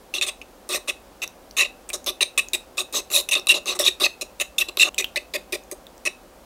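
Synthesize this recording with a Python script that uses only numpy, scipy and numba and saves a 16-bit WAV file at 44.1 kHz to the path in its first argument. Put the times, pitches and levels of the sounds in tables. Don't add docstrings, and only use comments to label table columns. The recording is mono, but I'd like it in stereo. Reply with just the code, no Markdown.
import sys
import numpy as np
from scipy import signal
from scipy.fft import rfft, irfft
from scipy.io import wavfile
from scipy.ndimage import uniform_filter1d
from numba import njit

SR = 44100
rng = np.random.default_rng(int(sys.argv[2]) if len(sys.argv) > 2 else 0)


def boost_factor(decibels):
    exponent = np.asarray(decibels, float) / 20
    return 10 ** exponent


def to_wav(s):
    ch = np.atleast_2d(s).T
    pcm = np.round(np.clip(ch, -1, 1) * 32767)
    wavfile.write(sys.argv[1], SR, pcm.astype(np.int16))


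N = 284438


def whisk(catches):
    t = np.arange(N) / SR
    force, flank_db, sing_hz, sheen_db = pressure(t)
    ticks, knocks, wall_hz, upper_hz = landings(t)
    wire, tip, wall, upper, base = force[[0, 0, 1, 2, 3]] * chatter(
        slips_per_s=12000, spread_db=1.83, judder_db=0.5, judder_hz=157.0, count=5)
    wire = wire + boost_factor(-8.0) * ticks
    tip = tip + boost_factor(-8.5) * ticks
    wall = wall + boost_factor(-4.5) * knocks
    upper = upper + boost_factor(-8.0) * knocks
    base = base + boost_factor(-25.0) * knocks

    wall_now = wall_hz * (1 + .025 * walk(60))
    upper_now = upper_hz * (1 + .035 * walk(60))
    bowl = ringing_wires(wire) + hissing_tips(tip, sheen_db) + singing_wire(tip, sing_hz)
    body = bowl_wall(wall, upper, wall_hz, wall_now, upper_now)
    body += bowl_flank((wall + wire) * boost_factor(flank_db))
    bowl += svf(body, np.full(N, 3100.), 1530.0)
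    bowl += bowl_base(base, t)
    bowl -= 0.66 * svf(bowl, np.full(N, 3180.), 360.0)
    bowl -= 0.38 * svf(bowl, np.full(N, 1500.), 320.0)
    too_small_for_bass = signal.butter(2, 260, "high", fs=SR, output="sos")
    bowl = signal.sosfilt(too_small_for_bass, bowl)

    wall = wall + boost_factor(-16) * catches
    bowl += boost_factor(-28) * ring(wall, (wall_now + wall_hz) / 2, width=9)
    return bowl + free_rim(wall + upper, wire)


# touch-down in seconds,
# rise in seconds, fall in seconds, crest of the chatter in dB, touch-down against the crest in dB.
YOLK_STROKES = [(0.14, 0.0049, 0.051, -33, -2), (.213, 0.012, 0.03, -28, -24),
                (0.264, 0.026, 0.011, -30, -4), (0.415, 0.0017, 0.0095, -48, 13.5),
                (0.691, 0.059, 0.031, -27.5, -8), (0.875, 0.02, 0.016, -27, -13),
                (1.218, 0.021, 0.0073, -32, -3.5), (1.567, 0.031, 0.041, -24, -7.5),
                (1.647, 0.01, 0.0074, -39.5, 2), (1.89, 0.0095, 0.0093, -39.5, 12),
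                (1.931, 0.0021, 0.03, -26, -1), (2.062, 0.031, 0.015, -30.5, 3.5),
                (2.208, 0.024, 0.0031, -23, -4), (2.378, 0.018, 0.0063, -26, 8),
                (2.533, 0.014, 0.014, -25, 2.5)]
BEAT_STROKES = [(2.771, 0.022, 0.032, -27.5, -10), (2.928, 0.036, 0.042, -23.5, -13),
                (3.103, 0.059, 0.052, -21.5, -21), (3.288, 0.0093, 0.0034, -31.5, 9),
                (3.311, 0.028, 0.0069, -24, -5), (3.3513, 0.0099, 0.036, -36, 11.5),
                (3.47, 0.0025, 0.01, -39, 14), (3.485, 0.02, 0.026, -20.5, -5),
                (3.539, 0.0042, 0.044, -28, -7), (3.657, 0.03, 0.054, -28, -14.5),
                (3.749, 0.016, 0.0056, -35.5, -4), (3.79, 0.016, 0.029, -22.5, 1.5),
                (3.837, 0.041, 0.014, -22.5, -15), (3.999, 0.055, 0.016, -24, -13)]
FINAL_STROKES = [(4.211, 0.0084, 0.012, -31, 3), (4.397, 0.015, 0.015, -24.5, -28),
                 (4.582, 0.0013, 0.016, -20.5, -2), (4.599, 0.017, 0.012, -25.5, -1),
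                 (4.683, 0.0029, 0.012, -36.5, -16), (4.7712, 0.0016, 0.0047, -34, 11),
                 (4.781, 0.012, .003, -31, -13), (4.796, 0.035, 0.007, -19, -0.5),
                 (4.839, 0.053, .005, -36.5, 6.5), (4.983, 0.024, 0.0077, -27, 8),
                 (5.159, 0.016, 0.0038, -28, 1), (5.337, 0.021, 0.011, -30.5, 0),
                 (5.523, 0.029, 0.0099, -33.5, 4), (5.714, 0.016, 0.0022, -38.5, 2.5),
                 (6.052, 0.022, 0.0081, -27, -4)]
# wall ring, upper ring and flank ring against
# the chatter, all in dB, base thud in dB, pitch of the singing wire in Hz.
YOLK_CONTACTS = [(9, 12.5, -15, -38.5, 5800), (4.5, 10.5, -5.5, -39.5, 9700), (7.5, 6.5, -11, -42, 8600),
                 (20.5, -7, -23, -47, 6200), (1, 5.5, -7.5, -31, 8780), (9.5, 4.5, -12, -34, 8790),
                 (12.5, -1, -11, -37.5, 5750), (12.5, 5, -9.5, -33, 6980), (15, 10, -9, -40, 6800),
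                 (0, -7, -19, -43.5, 8400), (-25, -1, -21, -34.5, 6460), (7, 9, -14, -33, 6200),
                 (7.5, 9.5, -10, -30, 6200), (11, 2.5, -16, -36.5, 8400), (5, 3.5, -8, -34, 7670)]
BEAT_CONTACTS = [(0.5, 3.5, -23, -34, 6720), (-6.5, 1.5, -11, -32.5, 6530), (-6, 3, -13, -32, 7300),
                 (7, -16, -16, -36, 6200), (8.5, 6.5, -9.5, -34.5, 8440), (11, 12.5, -13.5, -32.5, 9100),
                 (6, 14, -37, -44, 10680), (10.5, 4, -18, -33.5, 8000), (-1, 6, -12, -29.5, 6720),
                 (4, 6.5, -13.5, -30.5, 6400), (-2, -1, -5.5, -31.5, 8530), (-7.5, 1, -10, -29.5, 5500),
                 (2, 9, -12, -32, 5800), (6, 10, -10, -28, 4800)]
FINAL_CONTACTS = [(8, 7, -39, -39, 6940), (9, 5.5, -10, -33, 7100), (-1, 3.5, -32, -34.5, 6630),
                  (7.5, 5, -18, -39, 6030), (11, 13.5, -21, -33.5, 7400), (-9, 18.5, -38, -31, 12570),
                  (1, 13, -16, -41, 7490), (5.5, 5, -11, -34, 7430), (8.5, 6, -12, -32, 6720),
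                  (4, 4.5, -9, -36.5, 5800), (10, 0, -4, -35.5, 4670), (10.5, 4, -1.5, -30, 4660),
                  (8.5, 5.5, -6, -31.5, 4995), (-7, -2.5, -15, -38.5, 8400), (11, -1, -8.5, -33.5, 5800)]
TIP_SHEEN_DB = [1, 1, -4, -0.5, 3.5, -2, 2.0, 2.0, -6.0, -7.0, 1.0, 10.0, 0.2, 4.0, 1.5, 2.5, 1.5, 9, 5.5,
                5, 3.5, 9.5, 5, -1, 0, 0.2, 3, 1.5, 3, 1.1, 3, 3, 4, 4.0, 9.0, 6.5, 1.5, 0, 0.2, 1, 2.5,
                4.0, 4, -0.5]


def pressure(t):
    lift_db, roundness = -13.5, 1.97
    wall_growth_db, upper_growth_db, base_growth_db = 5, 2, 0.5
    base_follow = 0.31
    at, rise, fall, crest_db, touch_db = np.transpose(YOLK_STROKES + BEAT_STROKES + FINAL_STROKES)
    stroke = np.maximum(np.searchsorted(at, t) - 1, 0)
    contacts = np.transpose(YOLK_CONTACTS + BEAT_CONTACTS + FINAL_CONTACTS)
    wall_db, upper_db, flank_db, base_db, sing_hz = contacts[:, stroke]
    since = t - at[stroke]
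    rise = np.maximum(rise[stroke], 1e-3)
    fall = np.maximum(fall[stroke], 1e-3)

    swell = touch_db[stroke] * np.clip(1 - since / rise, 0, 1) ** roundness
    swell += lift_db * np.clip((since - rise) / fall, 0, 1) ** roundness
    dug = np.clip(since / (rise + fall), 0, 1) - .5
    wire_db = crest_db[stroke] + swell
    rows = [wire_db,
            wire_db + wall_db + wall_growth_db * dug + 2.4 * walk(70),
            wire_db + upper_db + upper_growth_db * dug + 2.6 * walk(70),
            base_db + base_follow * swell + base_growth_db * dug]
    touching = (since > 0) & (dug < .5)
    return boost_factor(np.array(rows)) * touching, flank_db, sing_hz, np.array(TIP_SHEEN_DB)[stroke]


# start in seconds, peak in dB,
# wall ring in Hz, upper ring in Hz, knock into the bowl in dB.
EARLY_LANDINGS = [(0.139, -16.5, 2730, 3630, 13.5), (0.2123, -8, 2590, 3600, 8),
                  (0.274, -14, 2620, 3560, -12), (0.417, -40, 2580, 3640, 16),
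                  (0.6904, -7.5, 2580, 3900, -20), (0.8825, -27, 2625, 3780, 21),
                  (1.2184, -29, 2615, 3870, 19), (1.5673, -12, 2627, 3900, 3),
                  (1.8929, -13, 2570, 3870, -14), (1.935, -17, 2800, 3930, -15),
                  (2.0623, -15, 2490, 3790, 0), (2.2079, -8, 2543, 3920, 8), (2.377, -4, 2574, 3810, 10.5),
                  (2.534, -5, 2530, 3600, -4), (2.78, -12, 2585, 3720, 14), (2.9258, -14, 2590, 3830, -2),
                  (3.102, -20.5, 2670, 4230, 4), (3.1154, -11, 2650, 4050, 1),
                  (3.2885, -11, 2740, 3630, 6.5), (3.3213, -11, 2590, 3820, -3)]
LATE_LANDINGS = [(3.47, -5.5, 2700, 3830, 7), (3.4899, -10, 2740, 3900, 8), (3.5418, -18, 2670, 4000, 10),
                 (3.6577, -10.5, 2650, 3870, -1), (3.765, -25, 2690, 3730, -1.5),
                 (3.7958, 1, 2680, 3600, -5), (3.8554, -13, 2490, 3600, 6),
                 (4.0033, -32, 2650, 3730, -10.5), (4.0346, -12, 2627, 4060, -12),
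                 (4.2122, -19, 2560, 3880, 12), (4.3996, -6, 2670, 3950, 1.5), (4.581, -25, 2660, 3670, -7),
                 (4.6854, -32, 2700, 3840, 0.5), (4.7715, -7.5, 2650, 3780, 0),
                 (4.798, -17, 2686, 3780, -6), (4.9808, -2.5, 2496, 3530, 3),
                 (5.159, -14, 2474, 3970, 14.5), (5.3398, -25, 2517, 3580, 18),
                 (5.5284, -9, 2460, 3600, -3), (5.7138, -13, 2480, 4080, -13),
                 (6.0526, -15, 2520, 4040, 10)]


def landings(t):
    at, tick_db, wall_hz, upper_hz, body_db = np.transpose(EARLY_LANDINGS + LATE_LANDINGS)
    last = np.maximum(np.searchsorted(at, t) - 1, 0)
    since = np.maximum(t - at[last], 0)
    knock = np.exp(-since / .0001) * 0.48
    rebound = rng.standard_normal(N) * np.exp(-since / 0.00058)
    ticks = boost_factor(tick_db[last]) * (since > 0) * (knock + rebound)
    return ticks, ticks * boost_factor(body_db[last]), wall_hz[last], upper_hz[last]


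def chatter(slips_per_s, spread_db, judder_db, judder_hz, count):
    shape = (count, N)
    slips = (rng.random(shape) < slips_per_s / SR) * rng.standard_normal(shape)
    uneven_db = spread_db * np.minimum(rng.exponential(size=shape), 4.0)
    x = slips * boost_factor(uneven_db + judder_db * walk(judder_hz))
    return x / np.std(x)


# pitch in Hz, width in Hz, level in dB.
WIRES = [(5070, 350, -3.5), (5700, 530, 1.5), (6360, 360, 2), (6870, 730, 1), (7830, 380, 0.5),
         (8160, 336, -2.5), (8830, 700, 3)]


def ringing_wires(wire):
    return boost_factor(-11) * resonate(wire, WIRES, patchy_db=4.2)


# pitch in Hz, width in Hz, level in dB.
SHEEN = [(10200, 2100, -3), (11190, 600, -3), (12170, 1700, -3.5), (15200, 3100, -11.5)]


def hissing_tips(tip, sheen_db):
    scrape = boost_factor(-20) * ring(tip, np.full(N, 8000.), width=7000)
    return scrape + boost_factor(-9.5) * resonate(tip * boost_factor(sheen_db), SHEEN, patchy_db=3.)


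def singing_wire(tip, sing_hz):
    level_db = -5 - 4 * (sing_hz > 9500)
    note_hz = np.minimum(sing_hz * (1 + .03 * walk(25)), .45 * SR)
    return ring(tip * boost_factor(level_db), note_hz, width=220)


def bowl_wall(wall, upper, wall_hz, wall_now, upper_now):
    body = boost_factor(-2) * ring(wall, wall_now, width=150)
    body = svf(body, wall_hz, 470.0)
    body += boost_factor(-3) * ring(upper, upper_now, width=240)
    body += boost_factor(-10) * ring(wall, np.full(N, 2720.), width=300)
    body += boost_factor(-5) * ring(upper, np.full(N, 3950.), width=700)
    return body * boost_factor(-4.0)


# pitch in Hz, width in Hz, level in dB.
FLANK = [(1780, 170, -5), (2010, 150, -1), (2300, 200, -14)]


def bowl_flank(push):
    return boost_factor(-1.5) * resonate(push, FLANK, patchy_db=1.5)


# pitch in Hz, width in Hz, level in dB.
BASE = [
    (368, 51, 5.5),
    (592.6, 42, 4.5),
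    (780, 140, -2.5),
    (1046, 195, 5),
    (1143, 210, 8.5),
]


def bowl_base(base, t):
    mixed = t > 4.94
    foot = boost_factor(-12.0 + 2 * mixed) * resonate(base, BASE[:2], patchy_db=2.5)
    belly = boost_factor(-10.5 - 5 * mixed) * resonate(base, BASE[2:], patchy_db=2.3)
    return foot + belly


# pitch in Hz, time to die by 60 dB in seconds,
# level in dB.
RIM = [(2580, .3, -28), (2655, .24, -30), (3620, .13, -32), (3900, .15, -30), (6900, .1, -30),
       (7800, .13, -27)]


def free_rim(push, wire):
    rim = [(hz, np.log(1000) / np.pi / t60, db) for hz, t60, db in RIM]
    low = boost_factor(-5.0) * resonate(push, rim[:2])
    middle = boost_factor(2.0) * resonate(push, rim[2:4])
    return low + middle + resonate(wire, rim[4:])


# crest in seconds, peak in dB, pitch in Hz.
WALL_SNAGS = [(0.1409, -17.5, 2725), (0.1833, -20, 2760), (0.2208, -19, 2630), (0.7382, -20, 2590),
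              (1.5935, -17, 2750), (1.6059, -15, 2770), (1.62, -13, 2610), (1.633, -13, 2545),
              (1.6478, -21, 2790), (1.9039, -23, 2506), (2.2091, -12.5, 2780), (2.2316, -19, 2350),
              (2.3785, -11.5, 2580), (2.3934, -11, 2580), (2.5432, -18, 2680), (2.785, -16.5, 2560),
              (3.1442, -19, 2600), (3.1641, -15.5, 2545), (3.2897, -21, 2640), (3.3206, -15, 2700),
              (3.3403, -11.5, 2580), (3.3609, -20, 2770), (3.3694, -18, 2660), (3.5013, -2, 2760),
              (3.5111, -10, 2720), (3.5231, -9.5, 2670), (3.5452, -18, 2770), (3.5661, -23, 2680),
              (3.6815, -22, 2690), (3.6909, -21, 2680), (3.7084, -21, 2610), (3.8723, -17.0, 2550),
              (3.8831, -18.5, 2660), (4.0456, -9, 2650), (4.0654, -10.5, 2560), (4.4169, -13, 2680),
              (4.584, -16.5, 2670), (4.62, -16, 2635), (4.7985, -7.5, 2690), (4.8098, -7.5, 2710),
              (4.833, -2, 2660), (4.8551, -23, 2640), (4.9893, -18.0, 2460), (5.004, -21, 2530),
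              (5.024, -24, 2500), (5.0451, -20, 2800), (5.1795, -18, 2620), (5.3585, -23, 2535),
              (5.5296, -16.5, 2490), (6.0622, -16, 2564), (6.0752, -12, 2597)]
UPPER_SNAGS = [(0.1547, -19, 3640), (0.1854, -18.5, 3930), (0.2324, -12, 3600), (0.7583, -18, 3900),
               (1.5859, -13.5, 3820), (1.6101, -7, 3890), (2.0909, -15, 3590), (2.2087, -25, 3900),
               (2.2193, -17, 3800), (2.2289, -5, 3850), (2.3779, -32, 3760), (2.5347, -16, 3800),
               (2.5494, -14.5, 3780), (2.7882, -23, 3880), (2.8068, -17, 3800), (2.9652, -18.5, 3910),
               (2.9741, -16.5, 3770), (3.1387, -12.5, 3830), (3.1521, -9.5, 3880), (3.1627, -7, 3700),
               (3.1754, -10, 3820), (3.3305, -15, 3830), (3.3376, -17, 3700), (3.3554, -11.5, 3660),
               (3.3606, -17, 3630), (3.3712, -18, 3800), (3.4758, -15, 3870), (3.4951, -6, 3830),
               (3.5448, -13, 3920), (3.5694, -21.5, 3790), (3.6966, -14, 3800), (3.8069, -19, 3740),
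               (3.8322, -17, 3600), (3.841, -14.5, 3630), (3.8647, -4, 3810), (3.8798, -6, 3820),
               (4.0207, -14, 3620), (4.0273, -16, 3800), (4.0403, -9, 3810), (4.0624, -14, 3780),
               (4.4003, -19.5, 3730), (4.5858, -8.5, 3610), (4.6121, -15, 3860), (4.7727, -19, 3900),
               (4.8019, -8.5, 3910), (4.8097, -10, 3700), (4.8194, -7.5, 3800), (4.8432, -21, 3830),
               (4.8567, -19, 4020), (4.9873, -16, 3740), (5.1606, -18.5, 3930)]
# crest in seconds, lower foot ring in dB,
# higher foot ring in dB.
THUDS = [(0.7489, -34, -22.5), (0.8883, -33.5, -26.5), (1.624, -30, -38.0), (1.9421, -56, -29.5),
         (2.0806, -39, -26), (2.2129, -39, -23.5), (2.3816, -27.5, -27.5), (2.7819, -46, -35),
         (2.9513, -25, -28.5), (3.1459, -39, -26), (3.1792, -45, -21), (3.3657, -32, -26),
         (3.3893, -33, -29), (3.5249, -28, -30), (3.5716, -27.5, -36), (3.7193, -31, -29),
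         (3.8016, -29, -15.5), (3.8881, -29.5, -39), (4.0238, -22.5, -27), (4.0434, -34, -19),
         (4.0665, -28, -27), (4.2257, -28, -28.5), (4.7754, -32.5, -42.5), (4.8198, -49, -29),
         (4.8848, -36, -29), (5.009, -30, -38), (5.1731, -38.0, -28), (5.353, -30, -40.5),
         (5.5333, -21.5, -26), (5.7256, -26, -45), (6.0747, -35, -28.5)]
# crest in seconds, belly ring in dB, flank ring in dB.
BUMPS = [(0.2303, -34, -40), (0.7573, -45, -22), (1.594, -33, -22), (1.6096, -25.5, -20),
         (2.2094, -32, -23), (2.3785, -26.5, -30), (2.3909, -33, -23), (2.5507, -43, -33),
         (2.7914, -23.5, -36), (2.9444, -26.5, -38.0), (3.1728, -27, -28), (3.3326, -37.0, -38),
         (3.3608, -34.0, -36.5), (3.4735, -28, -51.0), (3.5074, -46, -22), (3.6616, -31, -47.0),
         (3.726, -25, -43), (3.8005, -25, -23), (3.8661, -27, -38.0), (3.8855, -39.0, -23),
         (4.0174, -24, -44), (4.0644, -28, -20), (4.4204, -36, -25.5), (4.6246, -33, -25.5),
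         (4.7735, -30, -43), (4.8288, -30, -18), (5.0017, -31, -32), (5.1608, -56, -23), (5.3512, -44, -24),
         (5.5349, -35, -27), (6.0739, -37, -28)]


def snags():
    out = swells(WALL_SNAGS, rise_s=0.00218, gain_db=-1.0, rough=0.057)
    out += swells(UPPER_SNAGS, rise_s=0.001612, gain_db=-1.0, rough=0.16)
    foot_hz, curve_hz = (382, 588), (1153, 1868)
    for rows, pair_hz, rise_s in (THUDS, foot_hz, .0035), (BUMPS, curve_hz, .0022):
        single = [(s, db, hz) for s, *levels in rows for db, hz in zip(levels, pair_hz)]
        out += swells(single, rise_s, gain_db=-3.5, rough=0.11)
    return out


def swells(rows, rise_s, gain_db, rough):
    out = np.zeros(N)
    x = np.arange(1024) / SR / rise_s
    shape = x * np.exp(1 - x)
    for s, db, hz in rows:
        i = int((s - rise_s) * SR) + np.arange(len(x))
        out[i] += boost_factor(db + gain_db) * shape * np.sin(2 * np.pi * hz * x * rise_s)
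    return out * (1 + rough * walk(900))


# start in seconds, peak in dB, pitch in Hz.
POPS = [(1.277, -17.5, 5830), (1.51, -27, 4500), (1.511, -25, 5700), (1.9023, -11.5, 2480),
        (2.0437, -22, 6400), (2.4858, -16, 6500), (3.075, -41, 3800), (3.397, -16, 5500),
        (3.4605, -30, 13000), (4.394, -30, 8200), (4.9445, -22.5, 3080), (4.9455, -19, 7560),
        (5.025, -19, 2520), (5.044, -6, 3170), (5.05, -21, 3000), (5.637, -31.5, 6490),
        (5.868, -25.5, 3600), (5.9794, -36, 5860), (5.9796, -34, 7800)]


def pops():
    out = np.zeros(N)
    t = np.arange(int(.02 * SR)) / SR
    for s, db, hz in POPS:
        sagging = hz * t * (1.03 - 12 * t)
        burst = np.sin(2 * np.pi * sagging) * np.exp(-t * hz / 5.9)
        snap = np.diff(rng.standard_normal(len(t) + 2), 2)
        burst += 0.31 * snap * np.exp(-t / 0.00028)
        out[int(s * SR):][:len(t)] += boost_factor(db - 5.5) * burst
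    return out


def room(x, t60_s, wet_db, side_db):
    t = np.arange(int(.4 * SR)) / SR
    tail = rng.standard_normal((2, len(t))) * boost_factor(-60 * t / t60_s) * (t > .003)
    mid, side = (signal.fftconvolve(x, h / np.linalg.norm(h))[:N] for h in tail)
    return x + boost_factor(wet_db) * mid + boost_factor(side_db) * side * np.array([[1], [-1]])


# pitch in Hz, level per Hz in dB.
KITCHEN = [(21, -30), (36, -3), (60, -5), (95, -18), (215, -14), (238, -6.5), (323, -10), (376, -6.5),
           (439, -11.5), (498, -5), (789, -11.5), (919, -12.5), (1420, -18.5), (1980, -23.5), (16000, -32)]
# pitch in Hz, left-right difference against the middle in dB.
KITCHEN_SIDE = [(60, -17.5), (110, 2), (200, -16), (380, -25), (700, -27.5), (1290, -21), (2380, -6),
                (4400, -6), (8120, -5), (15000, -4)]
# pitch in Hz, width in Hz, level in dB.
HUM = [(49.9, 24, -60.5), (64, 11.5, -68), (186.7, 6.7, -66), (765, 2.8, -61)]


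def kitchen():
    hz, db = np.transpose(KITCHEN)
    side_hz, side_db = np.transpose(KITCHEN_SIDE)
    mid = coloured(KITCHEN)
    wide_db = db + np.interp(np.log(hz), np.log(side_hz), side_db)
    side = coloured(np.transpose([hz, wide_db]))
    hum = resonate(rng.standard_normal(N), HUM)
    return boost_factor(-49) / np.std(mid) * (mid + side * np.array([[1], [-1]])) + hum


def coloured(points):
    hz, db = np.transpose(points)
    grid = np.log(np.maximum(np.fft.rfftfreq(N, 1 / SR), 1))
    return irfft(rfft(rng.standard_normal(N)) * boost_factor(np.interp(grid, np.log(hz), db)), N)


def walk(rate_hz):
    hold = int(SR / rate_hz)
    levels = rng.uniform(-1.7, 1.7, N // hold + 1)
    return uniform_filter1d(np.repeat(levels, hold)[:N], hold)


def resonate(x, modes, patchy_db=0.):
    out = np.zeros(N)
    for k, (hz, width, db) in enumerate(modes):
        fed = x * boost_factor(db + patchy_db * walk(30))
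        out += (-1) ** k * ring(fed, np.full(N, 1. * hz), width)
    return out


def ring(x, hz, width):
    return svf(x, np.ascontiguousarray(hz), 1. * width) * np.sqrt(SR / np.pi / width)


@njit
def svf(x, hz, width):
    y, b, l, g, k = np.empty(len(x)), 0., 0., 0., 0.
    for i in range(len(x)):
        if i == 0 or hz[i] != hz[i - 1]:
            g, k = np.tan(np.pi * hz[i] / SR), width / hz[i]
        v = (b + g * (x[i] - l)) / (1 + g * (g + k))
        b, l, y[i] = 2 * v - b, l + 2 * g * v, k * v
    return y


# start in seconds, end in seconds.
PAUSE = (4.892, 4.94)


def scene():
    t = np.arange(N) / SR
    sounding = uniform_filter1d(1. * ((t < PAUSE[0]) | (t > PAUSE[1])), size=130)
    fade = np.maximum(sounding, boost_factor(-18))
    catches = snags()
    bowl = (whisk(catches) + catches) * sounding + pops()
    return room(bowl, t60_s=0.2, wet_db=-14, side_db=-65) * fade + kitchen()


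def low_pass(x):
    return signal.sosfilt(signal.butter(12, 16990, fs=SR, output="sos"), x)


def record(dry):
    rounded = 1.1 * np.tanh(dry / 1.1)
    top = signal.ellip(8, .2, 60, 15750, fs=SR, output="sos")
    return low_pass(signal.sosfilt(top, rounded))


dry = scene()
out = record(dry)
to_wav(out)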